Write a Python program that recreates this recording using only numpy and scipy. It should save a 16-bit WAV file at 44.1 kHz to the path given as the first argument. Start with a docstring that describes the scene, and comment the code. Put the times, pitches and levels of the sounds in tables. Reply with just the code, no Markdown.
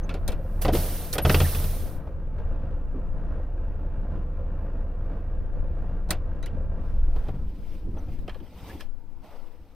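"""A fast diesel idle drums under a quiet truck cab, built from crank-order sines and shaped noise.
Switches click, air jets from a valve and the steering column ratchets, as noise and damped resonances.
The engine drops to idle; near 6.5 s it is switched off, its orders gliding down as it shudders to rest.
Cloth rustles as grainy noise and low lumps and seat bumps follow while the driver shifts in the seat.
Two ports near the driver's head hear each noise with frequency-dependent likeness, level and phase."""
import sys
import numpy as np
from scipy import signal
from scipy.io import wavfile
from scipy.ndimage import uniform_filter1d

SR = 44100
rng = np.random.default_rng(int(sys.argv[2]) if len(sys.argv) > 2 else 0)


def bounce(signal):
    """Save signal as a 16-bit WAV file at the path given by the first command-line argument."""
    frames = np.transpose(np.atleast_2d(signal))
    limited = np.clip(frames, -1, 1)
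    pcm = np.round(limited * 32767).astype(np.int16)
    wavfile.write(sys.argv[1], SR, pcm)


def decibels_to_gain(level_db):
    """Convert a level in decibels to a linear amplitude gain (20 dB per decade)."""
    exponent = np.asarray(level_db, float) / 20
    return 10 ** exponent


N = 429958  # samples


def evened(x):
    """Normalization: scales a signal to rms 1."""
    return x / np.sqrt(np.mean(x ** 2) + 1e-20)


def read(points, hz):
    """Log-frequency interpolation of a spectrum table."""
    f, value = np.transpose(points)
    return np.interp(np.log(hz + 1), np.log(f + 1), value)


def curve(rows):
    """Linear interpolation in time: each table column, one value a sample."""
    s, *columns = np.transpose(rows)
    return [np.interp(np.arange(N) / SR, s, c) for c in columns]


def drift(rate_hz):
    """Random-phase superposition: slow sines up to rate_hz make a wandering of rms 1."""
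    t = np.arange(0, N + 64, 64) / SR
    rates = rate_hz * np.geomspace(.05, 1, 16)
    waves = sum(np.sin(2 * np.pi * (f * t + rng.random())) / np.sqrt(f) for f in rates)
    return np.interp(np.arange(N) / SR, t, evened(waves))


def hump(peak_s, rise_s, fall_s):
    """Exponential growth and decay: gain 1 at the peak, 20 dB down after the rise or fall time."""
    t = np.arange(N) / SR - peak_s
    return decibels_to_gain(20 * np.where(t < 0, t / rise_s, -t / fall_s))


def resonate(x, hz, width):
    """Damped resonance: one complex pole, with gain about 1 at its centre."""
    pole = np.exp((2j * np.pi * hz - np.pi * width) / SR)
    return 2 * signal.lfilter([1 - abs(pole)], [1, -pole], x).real


# Likeness of the two ports in a diffuse field. Each row: frequency in Hz, left-right likeness from 0 to 1.
LIKENESS = [(60, 0.99), (600, 0.98), (1400, 0.91), (3000, 0.76), (7000, 0.26), (15000, 0.49)]
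# Phase between the ports. Each row: frequency in Hz, lead of the left port in radians.
LEFT_LEAD = [(2500, 0), (5000, .35), (8000, 1.2), (11000, 2.2), (16000, 3.3)]
# Level between the ports. Each row: frequency in Hz, gain of the right port in dB.
RIGHT_GAIN = [(2000, 0), (6000, -1.5), (9000, 1.5), (16000, 5.5)]


def noise(tone, lo_hz, hi_hz, patchy_db, size=1024, peaks=(), diffuse=1):
    """Partial coherence: shaped stereo noise at two ports, its port mean about rms 1 within lo-hi."""
    hop = size // 4
    hz, frames = np.fft.rfftfreq(size, 1 / SR), N // hop + 5
    a, b, c, d, patches = rng.standard_normal((5, len(hz), frames))
    patches = uniform_filter1d(patches, size // 100, 0)
    patches = evened(uniform_filter1d(patches, 8, 1))
    # near sources reach both ports alike
    same = np.clip(1 - diffuse * (1 - read(LIKENESS, hz)), 0, 1)[:, None]
    left = a + 1j * b
    right = same * left + np.sqrt(1 - same ** 2) * (c + 1j * d)
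    right *= (decibels_to_gain(read(RIGHT_GAIN, hz)) * np.exp(-1j * read(LEFT_LEAD, hz)))[:, None]
    bumps_db = sum(db / (1 + (2 * (hz - f) / w) ** 2) for f, w, db in peaks)
    gain = decibels_to_gain(read(tone, hz) + bumps_db)
    share = np.sum(gain[(hz >= lo_hz) & (hz <= hi_hz)] ** 2) / np.sum(gain ** 2)
    z = np.array([left, right]) * gain[:, None] * decibels_to_gain(patchy_db * patches)
    out = signal.istft(z, nperseg=size, noverlap=size - hop)[1][:, :N]
    return out / np.sqrt(np.mean(out.mean(0) ** 2) * share)


# Spectrum of the quiet cab. Each row: frequency in Hz, relative density in dB per Hz.
QUIET_CAB = [(18, -21), (30, 10.5), (38, -17), (112, -32.5), (328, -26), (394, -43), (486, -25.5),
             (600, -39), (889, -36), (988, -43), (3400, -64.5), (13300, -70), (16000, -64)]


def quiet_cab():
    """Steady background: stationary noise of a fixed mean spectrum."""
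    return decibels_to_gain(-57.5) * noise(QUIET_CAB, 150, 1500, 2.3, size=2048)


# Peaks and hollows of the cab's panels and air. Each row: frequency in Hz, width in Hz, gain in dB.
CAB_MODES = [(392, 13, -6.5), (522.5, 92, 2), (704, 18, 0.5), (674, 73, 5), (872, 36, 8), (1028, 34, 8.5),
             (1090, 35, -3), (1161, 70, 4.5), (1303, 35, -7.5), (1296, 35, 13), (1402, 27, 6.5),
             (1585, 160, 5.5), (1885, 37, 7.5), (2030, 72, -9), (2350, 35, 5.5), (2390, 30, 0),
             (2590, 26, 8.5), (2654, 64, -8.5), (2784, 71, 8), (3000, 60, -3)]
# Spectrum of the engine clatter. Each row: frequency in Hz, relative density in dB per Hz.
CLATTER_TONE = [(12, -26), (20, -4.5), (34, -2), (54, -8), (80, -1.5), (108, -22.5), (185, -19.5),
                (221, -27), (293, -26), (398, -31.5), (514, -29.5), (754, -41), (1390, -47.5),
                (2100, -54.5), (9000, -83), (11700, -123), (19800, -120)]


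def rattle(turns):
    """Impulsive excitation of modes: valve-gear ticks twice a firing, a chance few ringing one panel."""
    at = np.flatnonzero(np.diff(np.floor(2 * turns)))
    panels = [(hz, w) for hz, w, db in CAB_MODES if db > 0]
    sizes = decibels_to_gain(6 * np.minimum(rng.exponential(1, (len(at), len(panels))), 3.5))
    out = np.zeros(N)
    for size, (hz, w) in zip(sizes.T, panels):
        ticks = np.zeros(N)
        ticks[at] = size
        ring = evened(resonate(resonate(ticks, hz, 0.37 * w), hz, 3 * w))
        level_db = read(CLATTER_TONE, hz) - read(CLATTER_TONE, 667)
        out += decibels_to_gain(level_db) * np.sqrt(w / 40) * ring
    return out


# Fast idle, idle, then the run-down. Each row: time in seconds, firing rate in Hz.
FIRING_RATE = [(0, 30.2), (1.3, 30.2), (1.6, 28.9), (1.9, 27.75), (2.1, 27.6), (6.5, 27.6), (6.8, 25.2),
               (7.0, 21.4), (7.2, 18.3), (7.6, 14), (8.0, 11), (8.4, 9)]
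# How hard the firing shakes the cab; it peaks where the run-down crosses the bounce of the mounts.
# Each row: time in seconds, level in dB rms.
FIRING_THROB = [(0, -27), (.4, -32), (.7, -23.5), (.92, -30), (1.08, -41.5), (1.3, -25), (1.52, -28),
                (1.75, -25.5), (1.9, -41), (2.15, -35.5), (2.35, -28.5), (6.4, -29), (6.54, -33.5),
                (6.7, -25), (6.86, -32), (7.0, -17.5), (7.2, -23), (7.35, -37.5), (7.47, -27), (7.6, -48),
                (7.9, -31.5), (8.1, -38.5), (8.4, -63)]
# Tones of the uneven cylinders. Each row: half-order of the crank (six to a firing),
# level in dB against the clatter, or against its idle level where that is lower.
HALF_ORDERS = [(2, -5.5), (3, -2), (7, -20), (9, 0), (10, -5), (13, -11.5), (14, -4), (15, 0), (17, -8.5),
               (20, -21), (24, -18.5), (27, -16.5), (30, -15)]
# Tones of the belt-driven pump. Each row: multiple of the pump rate, level in dB referred likewise.
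PUMP_ORDERS = [(1, -5), (3, -5.5), (5, -8.5), (6, -8.5), (7, -29), (8, -25)]


def engine():
    """Order analysis: wavering sines locked to the crank, with clatter modulated twice a firing."""
    cylinders, pump_ratio = 6, .874  # half-orders a firing; pump rate per firing rate
    idle_hz, idle_throb_db, idle_clatter_db = 27.6, -29, -44
    stop_s = 8.4
    (first_db,), (speed_hz,) = curve(FIRING_THROB), curve(FIRING_RATE)
    extra_db = np.maximum(first_db - idle_throb_db, -8)
    # the slower the crank, the sharper each compression
    lumpy_db = .6 * np.maximum(idle_hz - speed_hz, 0)
    fast_db = 0.56 * np.maximum(speed_hz - idle_hz, 0)
    stall_loss_db = 10.5 / (1 + np.exp((speed_hz - 17.3) / 1.5))  # once the crank is too slow
    clatter_db = idle_clatter_db + fast_db - stall_loss_db
    tone_db = np.minimum(clatter_db, idle_clatter_db)
    turns = np.cumsum(speed_hz) / SR  # in firings
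    running = np.clip((stop_s - np.arange(N) / SR) / .15, 0, 1)
    # multiple of the firing rate, level in dB, waver in dB
    orders = [(1, first_db, .3),
              (2, -43 + .9 * extra_db + lumpy_db, 1.5),
              (3, -42 + .8 * extra_db + lumpy_db, 0.78)]
    orders += [(k / cylinders, tone_db + db, .8) for k, db in HALF_ORDERS]
    orders += [(k * pump_ratio, tone_db + db, .8) for k, db in PUMP_ORDERS]
    tones = np.zeros(N)
    for k, db, waver_db in orders:
        phase = k * turns + rng.random() + 0.0099 * drift(3)
        tones += decibels_to_gain(db + waver_db * drift(5.1)) * np.sin(2 * np.pi * phase)
    beat = 1 + .2 * np.cos(4 * np.pi * turns) + .06 * np.cos(2 * np.pi * turns + 1.1)
    body = [(f, db - 9 * (f < 100)) for f, db in CLATTER_TONE]  # the tones carry most of the bass
    body_noise = noise(body, 150, 1800, 0.64, size=4096, peaks=CAB_MODES)
    clatter = decibels_to_gain(clatter_db + 1.6 * drift(25)) * beat * body_noise
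    return running * (np.sqrt(2) * tones + clatter + decibels_to_gain(clatter_db - 23.0) * rattle(turns))


# Single low pushes, stronger at the left port. Each row: centre in seconds, relative level in dB.
PRESSURE_JOLTS = [(.3, -28), (2.44, -35), (5.46, -37.5), (6.08, -34.5), (7.2, -41), (7.68, -31.5),
                  (8.2, -32), (8.4, -35), (8.9, -29), (9.13, -33.5), (9.43, -33)]


def sway():
    """Infrasonic pressure: narrowband lumps and Gaussian wave packets, stronger at the left port."""
    sway_hz, jolt_s, lumps_left_db, jolt_left_db = 12.4, 0.17, 16.5, 22.5
    t = np.arange(N) / SR
    level_db = np.interp(t, [7.4, 8.4], [-45, -51.5]) + 4 * drift(4)
    lumps = evened(resonate(resonate(rng.standard_normal(N), sway_hz, 9), sway_hz, 9))
    jolts = np.zeros(N)
    for s, db in PRESSURE_JOLTS:
        packet = np.exp(-(2 * (t - s) / jolt_s) ** 2) * np.cos(2 * np.pi * sway_hz * (t - s))
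        jolts += decibels_to_gain(db) * packet
    lump_gain = decibels_to_gain(level_db + lumps_left_db * np.array([[.5], [-.5]]))
    return lumps * lump_gain - 2 * jolts * decibels_to_gain([[0], [-jolt_left_db]])


# Ringing blips, high squeaks and low seat bumps.
# Each row: start in seconds, length in seconds, frequency in Hz, peak level in dB.
BLIPS = [(0.029, 0.029, 6240, -53), (0.716, 0.058, 330, -18.5), (1.216, 0.033, 11500, -27),
         (1.441, 0.026, 1850, -34.5), (2.931, 0.065, 300, -33.5), (6.424, 0.03, 3900, -48),
         (6.426, 0.021, 6300, -56), (6.464, 0.0089, 1925, -45), (6.464, 0.025, 3000, -51),
         (7.861, 0.033, 330, -41), (7.98, 0.023, 6000, -60), (8.134, 0.024, 280, -40),
         (8.241, 0.018, 280, -40), (8.352, 0.024, 380, -40), (8.4, 0.042, 280, -40),
         (8.456, 0.033, 3110, -62), (8.691, 0.031, 1710, -46), (8.799, 0.01, 1700, -47)]
# Faint electrical whine. 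Each row: frequency in Hz, relative level in dB.
WHINE_TONES = [(13200, -97), (13582, -98), (14018, -104)]


def squeaks():
    """Phase-modulated sines: brief near-pure blips, and a wavering whine while the dash is lit."""
    out, t = np.zeros((2, N)), np.arange(N) / SR
    for s, length, hz, db in BLIPS:
        swell = np.sin(np.pi * np.clip((t - s) / length, 0, 1))
        port_lag = np.array([[0], [read(LEFT_LEAD, hz)]])
        out += decibels_to_gain(db) * swell * np.sin(2 * np.pi * hz * t + 1.9 * drift(300) - port_lag)
    whine = np.zeros(N)
    for hz, db in WHINE_TONES:
        whine += decibels_to_gain(db + 8.0 + 2.5 * drift(20)) * np.sin(2 * np.pi * hz * t + 1.5 * drift(20))
    return out + whine * (t < 6.45) * np.array([[.6], [1.4]])


# Knocks of switches and key, of the steering column, with the crack of one air puff at 1.128 s,
# and of the trim. Each row: start in seconds, then relative levels in dB of the snap,
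# the dull ring, the treble crack and the thud.
SWITCH_KNOCKS = [(0.0916, -25.5, -37, -49, -41), (0.1398, -33.5, -34.5, -45, -28),
                 (0.2782, -25.5, -29.5, -29, -37.5), (0.3187, -35, -42.5, -45, -37.5),
                 (6.089, -41.5, -34.5, -51, -26), (6.1056, -19.5, -30, -19.5, -28.5),
                 (6.4271, -35, -57, -50, -41), (6.459, -37.5, -61, -45, -37.5)]
COLUMN_KNOCKS = [(0.6489, -18, -17, -42, -18.5), (0.6803, -19.5, -18, -45.5, -18.5),
                 (0.7345, -26, -29, -41.5, -23.5), (0.751, -23.5, -27, -36, -24),
                 (0.7696, -33, -37.5, -44.5, -19.5), (1.128, -35, -49, -25.5, -50),
                 (1.1533, -27.5, -25.5, -40, -30), (1.1818, -14, -20.5, -27.5, -32.5),
                 (1.2494, -12, -14, -41, -12.5), (1.2947, -8.5, -17.5, -32, -16),
                 (1.3431, -10, -19.5, -43.5, -13.5), (1.4016, -14.5, -20.5, -29.5, -22.5),
                 (1.4144, -26, -38.5, -51.5, -13.5), (1.5479, -24, -34.5, -47, -23.5),
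                 (1.5998, -37.5, -39, -50, -31), (1.6422, -32.5, -35, -41, -22.5),
                 (2.067, -58, -38.5, -78, -42), (2.384, -51, -38, -78, -44)]
TRIM_KNOCKS = [(7.1611, -40.5, -35, -54, -28), (7.237, -59, -54, -64, -45), (7.284, -40.5, -29, -58, -28),
               (7.3418, -69, -37, -76, -25.5), (7.9654, -57, -36, -75, -39), (8.0849, -58, -42, -65, -29),
               (8.1867, -53, -66, -60, -45), (8.2785, -33.5, -30, -57, -45), (8.2942, -31, -56, -53, -39),
               (8.3444, -42.5, -61, -57, -55), (8.4016, -45.5, -65, -78, -43), (8.807, -32, -66, -43, -45),
               (9.2419, -58, -45, -64, -60)]
# What each part rings with. Each row: frequency in Hz, width in Hz, relative level in dB.
SWITCH_MODES = [(1384, 96, 1.5), (2263, 110, -2), (2960, 63, -12.5)]
COLUMN_MODES = [(1151, 250, 0.5), (1803, 250, -4.5), (2940, 500, -1.5), (4300, 1300, -10)]
TRIM_MODES = [(1080, 180, 1), (1700, 120, 0), (2430, 140, -3), (3070, 300, -2)]
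# Thud of dash and column. Each row: frequency in Hz, relative level in dB, 60 dB decay time in seconds.
PANEL_MODES = [(83.16, 3.5, 0.45), (137, 6.5, 0.18), (175.7, -0.5, 0.26), (285.6, -9, 0.27)]
# Dull ring of all the knocks. Each row: frequency in Hz, width in Hz, relative level in dB.
DULL_MODES = [(310, 330, -4.5), (453, 220, -1), (577, 57, -3.5), (697, 42, -1.5)]


def knocks():
    """Impact excitation: ragged bursts drive plastic rings, a bright crack and a panel thud."""
    dull, sharp, crack, thud, part = np.zeros((5, N))
    t, ragged = np.arange(SR // 4) / SR, decibels_to_gain(0.86 * drift(900))
    white = ragged * rng.standard_normal(N)
    rise = 1 - np.exp(-t / .0008)
    # knocks, modes, ring level in dB, 60 dB decay time in seconds
    parts = [(COLUMN_KNOCKS, COLUMN_MODES, -22, 0.06),
             (SWITCH_KNOCKS, SWITCH_MODES, -21.5, 0.098),
             (TRIM_KNOCKS, TRIM_MODES, -15, 0.038)]
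    for rows, modes, ring_db, t60 in parts:
        struck = np.zeros(N)
        cab_answer = decibels_to_gain(-21 - 60 * t / 0.23)
        burst = rise * (decibels_to_gain(-60 * t / 0.0034) + decibels_to_gain(-60 * t / t60) + cab_answer)
        dull_decay = decibels_to_gain(1.0 - 60 * t / (1.81 * t60)) * (1 - np.exp(-t / 0.0043))
        crack_decay = decibels_to_gain(-6.0) * rise * (decibels_to_gain(-60 * t / (0.6 * t60)) + 1.4 * decibels_to_gain(-60 * t / 0.012))
        for s, snap_db, dull_db, treble_db, thud_db in rows:
            at = slice(round(s * SR), round(s * SR) + len(t))
            struck[at] += decibels_to_gain(snap_db) * burst
            dull[at] += decibels_to_gain(dull_db) * dull_decay
            crack[at] += decibels_to_gain(treble_db) * crack_decay
            # thud counts only above a threshold; quieter knocks get none
            thud[at] += max(decibels_to_gain(thud_db) - decibels_to_gain(-37.0), 0) * np.exp(-t / 0.00075)
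        sharp += struck
        for hz, w, db in modes:
            ring = resonate(resonate(struck * white, hz, w), hz, 2 * w)
            part += decibels_to_gain(ring_db + db) * np.sqrt(SR / w) * ring
    long = np.arange(SR) / SR
    panel = sum(decibels_to_gain(db - 60 * long / t60) * np.sin(2 * np.pi * hz * long) for hz, db, t60 in PANEL_MODES)
    boom = decibels_to_gain(-37.0) * signal.oaconvolve(thud, panel)[:N]
    dull_ring = evened(sum(decibels_to_gain(db) * resonate(resonate(white, hz, w), hz, 3 * w) for hz, w, db in DULL_MODES))
    middle_tone = [(500, -33), (1100, -1), (3200, 2), (5500, -9), (9000, -32.5)]
    bright_tone = [(2500, -33.5), (3800, 3.5), (7000, -5.0), (10000, -3.5), (12000, -10.5),
                   (13300, -6), (16000, -13.0)]
    middle = noise(middle_tone, 900, 5300, 3.5, size=256, peaks=CAB_MODES, diffuse=.2)
    bright = noise(bright_tone, 4500, 18000, 3.0, size=256)
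    bursts = ragged * (decibels_to_gain(-11.5) * sharp * middle + crack * bright)
    return bursts + dull * dull_ring + boom + part * decibels_to_gain([[-1.2], [1.2]])


# Spectrum of the air jet. Each row: frequency in Hz, relative density in dB per Hz.
JET_TONE = [(180, -37.5), (300, -6.5), (455, -2), (713, -5.5), (930, -11.5), (2880, -14.5), (3580, -12.5),
            (3890, -12.5), (4300, -13), (6200, -13.5), (7080, -18), (10400, -8.5), (12100, -14),
            (13300, -3), (16000, -16.5)]
# Valve spits. Each row: start in seconds, level in dB, 60 dB decay time in seconds.
VALVE_PUFFS = [(.298, -55, .04), (.318, -57, 0.046), (0.612, -35, 0.19), (1.127, -30.5, 0.099),
               (1.178, -37.5, 0.033)]
# The valve stands open and pressure runs down. Each row: opening time in seconds, rise in seconds,
# level in dB, time to empty in seconds, shutting time in seconds.
VALVE_VENTS = [(.35, 0.67, -58.5, 1.1, .62), (.722, 0.014, -36, 0.6, 1.125), (1.225, 0.093, -34, 0.71, 2.2)]


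def air():
    """Turbulent jet noise: its strength is a power of the pressure left behind the valve."""
    puff_rise_s, shut_s, jet_power = 0.0094, 0.0095, 1.43
    t = np.arange(N) / SR
    level = decibels_to_gain(-75) * np.clip((2.188 - t) / 0.17, 0, 1)  # seep
    for s, db, t60 in VALVE_PUFFS:
        decay = decibels_to_gain(db - 60 * np.maximum(t - s - puff_rise_s, 0) / t60)
        level += decay * np.clip((t - s) / puff_rise_s, 0, 1)
    for opens, rise, db, empty, shuts in VALVE_VENTS:
        pressure = np.clip(1 - (t - opens - rise) / empty, 0, 1)
        opening = np.clip((t - opens) / rise, 0, 1)
        closing = np.clip(1 - (t - shuts) / shut_s, 0, 1)
        level += decibels_to_gain(db) * opening * pressure ** jet_power * closing
    return level * decibels_to_gain(0.44 * drift(40)) * noise(JET_TONE, 5000, 21000, 1.8, size=256, diffuse=0.69)


# Spectra of the bright and the dull part. 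Each row: frequency in Hz, relative density in dB per Hz.
CLOTH_TONE = [(1180, -39.5), (2000, -5.5), (2420, -5), (3710, -8.5), (4260, -10.5), (4900, -9.5),
              (6310, -14.5), (7060, -23.5), (8050, -16), (11100, -21), (13100, -14), (13900, -10.5),
              (16000, -31)]
SEAT_TONE = [(150, -56), (250, -20), (371, -26), (413, -2.5), (572, -6), (918, -6.5), (1080, -12),
             (1360, -12.5), (1590, -20), (1930, -20.5), (2500, -30.5), (3250, -53), (5500, -120)]
# Strokes of clothes on the seat. Each row: peak in seconds, rise in seconds, fall in seconds,
# level in dB, relative extra level of the dull part in dB.
CLOTH_STROKES = [(6.87, .2, 0.68, -74, 10), (7.17, 0.033, .06, -66, 31), (7.28, 0.16, 0.095, -69, 31),
                 (7.74, 0.4, 0.17, -64.5, -6), (7.98, 0.05, 0.13, -67.5, 31), (8.13, 0.091, 0.051, -64, 14),
                 (8.21, 0.057, 0.046, -71, -5), (8.32, 0.12, .3, -70.5, 27), (8.69, 0.24, .3, -54.5, 19),
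                 (8.809, 0.011, .02, -56, 1.5), (9.25, 0.039, 0.43, -68.5, 20.5),
                 (9.31, 0.14, 0.32, -72.5, 32), (9.72, 0.34, .3, -84, -3)]


def rustle():
    """Friction noise: cloth drags in grainy strokes over faint fidgeting, each with its dull share."""
    arm_rest_s = 8.83
    t = np.arange(N) / SR
    light = decibels_to_gain(-79.5) * np.clip((t - 6.75) / 0.14, 0, 1)  # fidgeting
    heavy = light * decibels_to_gain(7)
    for s, rise, fall, db, dull_db in CLOTH_STROKES:
        stroke = decibels_to_gain(db) * hump(s, rise, fall)
        if s < arm_rest_s:  # the arm comes to rest
            stroke *= np.clip(1 - (t - arm_rest_s) / 0.054, 0, 1)
        light = light + stroke
        heavy = heavy + decibels_to_gain(dull_db) * stroke
    bright = noise(CLOTH_TONE, 2300, 15500, 1.9, size=512)
    dull = decibels_to_gain(-14.5) * noise(SEAT_TONE, 500, 2000, 1.7, size=1024)
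    return decibels_to_gain(0.96 * drift(150)) * (light * bright + heavy * dull)


# Low lumps as the block settles on its mounts and the seat gives.
# Each row: peak in seconds, rise in seconds, fall in seconds, relative level in dB.
SETTLING_LUMPS = [(7.32, 0.13, 2.1, -35.5), (7.95, 0.99, 0.52, -36.5), (8.12, 0.13, 0.17, -35),
                  (8.29, 0.07, 0.061, -33.5), (8.55, .5, 0.24, -47.5), (8.75, 0.051, 0.18, -34),
                  (9.3, 1.5, 1.5, -65), (9.62, 0.11, 0.13, -50)]


def settle():
    """Amplitude-modulated low noise: a broken shudder in swelling and decaying lumps."""
    tone = [(25, -15.5), (50, 10.0), (85, 7.5), (115, -13), (170, -4), (300, -6), (600, -31.5), (900, -61)]
    level = sum(decibels_to_gain(db) * hump(s, rise, fall) for s, rise, fall, db in SETTLING_LUMPS)
    return level * decibels_to_gain(-7 + 2.1 * drift(30)) * noise(tone, 45, 250, 2.2, size=2048)


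def scene():
    """Linear superposition of all sources over the quiet cab."""
    return quiet_cab() + engine() + sway() + squeaks() + knocks() + air() + rustle() + settle()


def band_limit(x):
    """A steep low-pass at the top of the band."""
    return signal.sosfilt(signal.butter(12, 16350, fs=SR, output="sos"), x)


def record(dry):
    """Band limiting: a linear-phase low-pass at 15850 Hz finishes the mix."""
    lowpass = signal.firwin(255, 15850, window=("kaiser", 9), fs=SR)
    limited = signal.oaconvolve(dry, lowpass[None], "same")
    return band_limit(limited)


dry = scene()
out = record(dry)
bounce(out)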